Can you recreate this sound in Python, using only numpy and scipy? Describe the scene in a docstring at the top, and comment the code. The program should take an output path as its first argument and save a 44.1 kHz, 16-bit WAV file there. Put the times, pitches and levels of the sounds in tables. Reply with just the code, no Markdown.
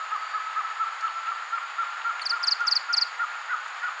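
"""Under a leafy forest canopy, an animal hoots in a long, slowing series.
Each note arches in pitch, sounds mostly on its third harmonic and rings on among the trees.
Close by, a small bird fires four bursts of steeply falling chirps. Thin insect tones,
faint far whistles and a few twig ticks lie over the steady hiss of foliage."""
import sys
import numpy as np
from scipy import signal
from scipy.fft import rfft, irfft, next_fast_len
from scipy.io import wavfile

SR = 44100
rng = np.random.default_rng(int(sys.argv[2]) if len(sys.argv) > 2 else 0)


def store_wav(level_fs):
    """Save 16-bit WAV to argv[1]."""
    pcm = np.round(np.clip(np.atleast_2d(level_fs), -1, 1) * 32767)
    wavfile.write(sys.argv[1], SR, pcm.T.astype(np.int16))


N = 176400
TIME = np.arange(-SR // 4, N) / SR  # s, with 0.25 s of lead-in
FIRST_ECHO_S = .02


def from_db(db):
    """Decibels to gain."""
    return 10 ** (np.asarray(db) / 20)


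def unit_rms(x):
    """Scale to unit power."""
    return x / np.sqrt(np.mean(x ** 2) + 1e-20)


def db_at(spectrum, hz):
    """Interpolate a spectrum table over log frequency."""
    table_hz, db = np.transpose(spectrum)
    return np.interp(np.log(np.maximum(hz, 1)), np.log(table_hz), db)


def shaped_noise(gain_at):
    """Unit-power noise shaped by a gain per frequency."""
    size = next_fast_len(len(TIME), real=True)
    spectrum = rfft(rng.standard_normal(size)) * gain_at(np.fft.rfftfreq(size, 1 / SR))
    return unit_rms(irfft(spectrum, size)[:len(TIME)])


def drift(rate_hz):
    """Random wander of unit spread."""
    return shaped_noise(lambda f: 1 / (1 + (f / rate_hz) ** 2))


def gate(t, length_s, attack_s, release_s):
    """Quarter-sine attack, hold, quarter-sine release."""
    attack = np.sin(np.pi / 2 * np.clip(t / attack_s, 0, 1))
    release = np.sin(np.pi / 2 * np.clip((length_s - t) / release_s, 0, 1))
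    return attack * release


# Foliage hiss: (frequency [Hz], relative level [dB])
FOLIAGE_SPECTRUM = [(60, -69), (128, -66.5), (250, -45.5), (363, -36.5), (440, -27), (572, -21.5),
                    (828, -8.5), (1030, -7), (1310, -1.5), (1520, -6), (1770, -6.5), (1970, -9),
                    (3460, -19), (4490, -23), (5700, -33.5), (6790, -32), (7560, -39), (9000, -45.2),
                    (10700, -59), (14000, -89.5)]


def foliage(level_db=-37, flicker_db=.62):
    """Distant leaves: an even hiss with a slight flicker."""
    gain = from_db(level_db + flicker_db * drift(24))
    return gain * shaped_noise(lambda f: from_db(db_at(FOLIAGE_SPECTRUM, f)))


# Insect tones: (centre [Hz], half-width [Hz], level [dB])
INSECT_BANDS = [(6643, 38, -64), (6880, 120, -62.5), (7134, 30, -68), (7194, 30, -66), (4600, 400, -60)]


def insects():
    """Far chorus: restless tones from narrow bands of noise."""
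    return sum(from_db(db) * shaped_noise(lambda f: 1 / (1 + ((f - hz) / width_hz) ** 2))
               for hz, width_hz, db in INSECT_BANDS)


# Far whistles: (start [s], length [s], pitch [Hz], level [dB])
FAR_WHISTLES = [(.08, .44, 4625, -52), (1.0, .18, 4370, -54), (1.31, .08, 4630, -54)]


def whistles_and_pips(pip_hz=7520, pip_db=-65.5, pip_s=.05, first_pip_s=.274, pip_period_s=.561):
    """Faint wavering notes from far off: a few whistles and an evenly repeated pip."""
    phase_per_hz = 2 * np.pi * np.cumsum(1 + .004 * drift(90)) / SR
    whistles = sum(from_db(db) * gate(TIME - start, span, span / 2, span / 2) * np.sin(hz * phase_per_hz)
                   for start, span, hz, db in FAR_WHISTLES)
    pip_gate = gate((TIME - first_pip_s) % pip_period_s, pip_s, pip_s / 2, pip_s / 2)
    return whistles + from_db(pip_db) * pip_gate * np.sin(pip_hz * phase_per_hz)


# Twig snaps: (time [s], centre [Hz], level [dB], bandwidth [oct])
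TWIG_TICKS = [(.162, 5570, -52, 0.7), (0.948, 7000, -57, 1.1), (1.0085, 5450, -41, .9),
              (1.079, 2660, -33, 0.55), (1.269, 2800, -34, 0.63), (1.581, 1810, -30.5, 1.1),
              (2.017, 3150, -39, 0.58), (2.195, 2360, -28.5, 0.74), (2.605, 5800, -40, 0.59),
              (3.68, 7160, -46, 0.98)]


def twig_ticks(decay_s=.0042, lowpass_hz=7000):
    """Tiny dry snaps: fast-decaying bursts of band-passed noise."""
    out = np.zeros_like(TIME)
    for start, hz, db, octaves in TWIG_TICKS:
        envelope = (TIME > start) * np.exp(-np.clip((TIME - start) / decay_s, 0, 20))
        burst = rng.standard_normal(len(TIME)) * envelope
        edges_hz = [hz * 2 ** (-octaves / 2), hz * 2 ** (octaves / 2)]
        band = signal.butter(3, edges_hz, "band", fs=SR, output="sos")
        out += from_db(db) * np.sqrt(SR / hz) * signal.sosfilt(band, burst + 1e-18)
    return signal.sosfilt(signal.butter(4, lowpass_hz, fs=SR, output="sos"), out)


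# Chirp fundamental along the sweep: (frequency [Hz], gain [dB])
CHIRP_RESPONSE = [(4000, -21), (4280, -8), (4400, -8), (4550, -2.5), (4660, -0.4), (4800, -0.5),
                  (4950, -10), (5200, -4.5), (5600, -16), (6400, -12.5)]
# Its faint octave: (frequency [Hz], level [dB])
OCTAVE_RESPONSE = [(8000, -60), (8600, -50), (9150, -48), (9600, -60), (10000, -76), (11000, -88)]
# Chirps: (start [s], length [s], start pitch [Hz], fundamental level [dB], octave trim [dB])
BIRD_CHIRPS = [(2.215, .0195, 4670, -24.5, -1.5), (2.2535, 0.026, 6200, -19, 1),
               (2.2931, 0.029, 6320, -17.5, 0.5), (2.429, .025, 6140, -19, 2.5),
               (2.469, 0.028, 6440, -13, -3), (2.509, 0.03, 6300, -13.5, -8), (2.668, 0.027, 6410, -14, -1),
               (2.7104, 0.03, 6290, -13, -6), (2.753, 0.029, 6280, -13.5, -7), (2.928, 0.026, 6400, -14, 1),
               (2.967, 0.029, 6420, -13, -7.5), (3.011, 0.028, 6160, -13.5, -5)]


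def bird_chirps(end_hz=4050, plunge_above_hz=5200, plunge_s=.0021):
    """Near-pure whistles plunge, then slide to one end pitch; a low start swells gently and only slides."""
    out = np.zeros_like(TIME)
    jitter, flutter_db = .0047 * drift(800), 3.2 * drift(400)
    for start, length, top_hz, db, octave_db in BIRD_CHIRPS:
        on = (TIME > start) & (TIME < start + length)
        t = TIME[on] - start
        plunge_share, attack_s = (.42, .00074) if top_hz > plunge_above_hz else (0, .006)
        height = plunge_share * np.exp(-t / plunge_s) + (1 - plunge_share) * (1 - t / length)
        hz = end_hz + (top_hz - end_hz) * height
        phase = 2 * np.pi * np.cumsum(hz * (1 + jitter[on])) / SR
        fundamental = from_db(db + db_at(CHIRP_RESPONSE, hz)) * np.sin(phase)
        octave = from_db(db_at(OCTAVE_RESPONSE, 2 * hz) + octave_db + flutter_db[on]) * np.sin(2 * phase)
        out[on] += (fundamental + octave) * gate(t, length, attack_s, release_s=.0044)
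    return out


# Hoot partials: (harmonic number, gain [dB])
HOOT_HARMONICS = [(1, -33), (2, -22.5), (3, -0.9), (4, -35), (5, -29.5)]
# Hoots: (crest time [s], rise [s], fall [s], crest pitch [Hz], level [dB], fade after crest [dB/s],
#         strain [0-1], dip after crest [dB], opening rasp [dB])
HOOT_NOTES = [(-.091, 0.019, 0.045, 430, -20, 100, .16, 0, -15),
              (0.1323, 0.025, .0375, 431.7, -20.1, 103, .17, -3.5, -16),
              (0.3562, 0.025, 0.032, 431.7, -20.5, 124, 0.05, -2, -13.5),
              (0.5823, .0265, .0345, 437, -19, 244, 0.26, -1.1, -16.5),
              (0.816, 0.027, 0.035, 445.6, -19, 230, 0.18, 0.5, -18.5),
              (1.0484, 0.026, 0.044, 446.7, -18.5, 244, 0.26, -0.5, -19.5),
              (1.2911, 0.027, .0445, 453, -20, 169, 0.26, -13.5, -21.5),
              (1.5426, .0285, 0.049, 459.5, -21.5, 131, 0, -6, -23.5),
              (1.8023, .0285, .0435, 459.5, -20.5, 131, .19, -4.5, -25),
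              (2.0704, 0.03, 0.047, 464.7, -20.5, 146, 0.11, -0.5, -22.5),
              (2.3363, .0285, .0455, 468, -19.5, 149, 0.04, -7.5, -22.5),
              (2.6156, 0.026, 0.047, 472.6, -19.5, 161, .14, -13, -25),
              (2.9066, .0245, 0.047, 470.7, -21, 330, 0.2, -5, -20),
              (3.2125, 0.031, 0.039, 469, -20.5, 53, .34, -1.1, -14.5),
              (3.5161, 0.038, 0.041, 494.8, -22.5, 23, 0.7, -2.1, -11.5),
              (3.8472, 0.034, 0.051, 489.3, -23.5, 72, .64, -5, -13.5)]


def hoots(dip_delay_s=.0175, dip_width_s=.0065, swell_db_per_s=381.5, highpass_hz=600):
    """Each note rasps on its way up, crests and drops away roughly; the third harmonic dominates."""
    out = np.zeros_like(TIME)
    jitter, shimmer_db = .03 * drift(170), 3.5 * drift(170)
    for crest, rise, fall, hz, db, fade_db_per_s, strain, dip_db, rasp_db in HOOT_NOTES:
        on = (TIME > crest - rise) & (TIME < crest + fall)
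        t = TIME[on] - crest
        # Strained notes start lower, swell later, fall further and straighter.
        climb_oct = (.16 + .11 * strain) * np.abs(t / rise) ** 2.2
        drop_oct = (.28 + .11 * strain) * np.abs(t / fall) ** max(2.75 - 1.85 * strain, 1)
        swell = from_db(swell_db_per_s * strain * np.minimum(t, 0))
        roughness = np.maximum(strain, .55 * t / fall)
        arch_hz = hz * 2 ** -np.where(t < 0, climb_oct, drop_oct)
        phase = 2 * np.pi * np.cumsum(arch_hz * (1 + roughness * jitter[on])) / SR
        voice = sum(from_db(gain_db) * np.sin(round(k) * phase) for k, gain_db in HOOT_HARMONICS)
        voice *= swell * gate(t + rise, rise + fall, attack_s=.028, release_s=.01)
        rasp_gate = gate(t + rise, rise + .0036, attack_s=.01, release_s=.014)
        rasp = from_db(rasp_db) * np.sin(4 * phase) * rasp_gate
        dip = np.exp(-((t - dip_delay_s) / dip_width_s) ** 2)
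        level_db = db + dip_db * dip - fade_db_per_s * np.maximum(t, 0) + roughness * shimmer_db[on]
        out[on] += (voice + rasp) * from_db(level_db)
    return signal.sosfilt(signal.butter(2, highpass_hz, "high", fs=SR, output="sos"), out + 1e-18)


def hoot_ringing(gain_db=-12.3, strain_loss_db=7, t60_s=1.35, onset_s=.04):
    """The third harmonic of each crest, where the pitch dwells longest, hangs wavering among the trees."""
    out = np.zeros_like(TIME)
    waver = 1 + .33 * (drift(20) + 1j * drift(20))
    for crest, _, _, hz, db, _, strain, _, _ in HOOT_NOTES:
        on = (TIME > crest + FIRST_ECHO_S) & (TIME < crest + t60_s / 2)
        t = TIME[on] - crest - FIRST_ECHO_S
        level_db = db + gain_db - strain_loss_db * strain - 60 * t / t60_s
        tone = np.real(waver[on] * np.exp(2j * np.pi * (3 * hz * t + rng.random())))
        out[on] += from_db(level_db) * np.minimum(t / onset_s, 1) * tone
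    return out


def tree_echoes(x, gain_db, t60_s, echoes_per_s=1600):
    """A dying shower of small echoes from trunks and leaves."""
    lag = np.arange(SR) / SR
    echoes = rng.standard_normal(SR) * (rng.random(SR) < echoes_per_s / SR)
    echoes *= (lag > FIRST_ECHO_S) * from_db(-60 * lag / t60_s)
    return from_db(gain_db) * signal.fftconvolve(x, unit_rms(echoes) / np.sqrt(SR))[:len(x)]


def scene():
    """Far hoots wrapped in echoes, near bird and twigs almost dry, over the forest background."""
    far = hoots()
    near = bird_chirps() + twig_ticks()
    late = tree_echoes(far, gain_db=-9.5, t60_s=.75)
    early = tree_echoes(far, gain_db=-15, t60_s=.15)
    echoes = early + late + hoot_ringing() + tree_echoes(near, gain_db=-19.5, t60_s=.35)
    background = insects() + whistles_and_pips() + foliage()
    return (background + echoes + near + far)[None, -N:]


def record(dry):
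    """Steep low-pass at 10553 Hz."""
    return signal.sosfilt(signal.ellip(10, .1, 80, 10553, fs=SR, output="sos"), dry)


dry = scene()
out = record(dry)
store_wav(out)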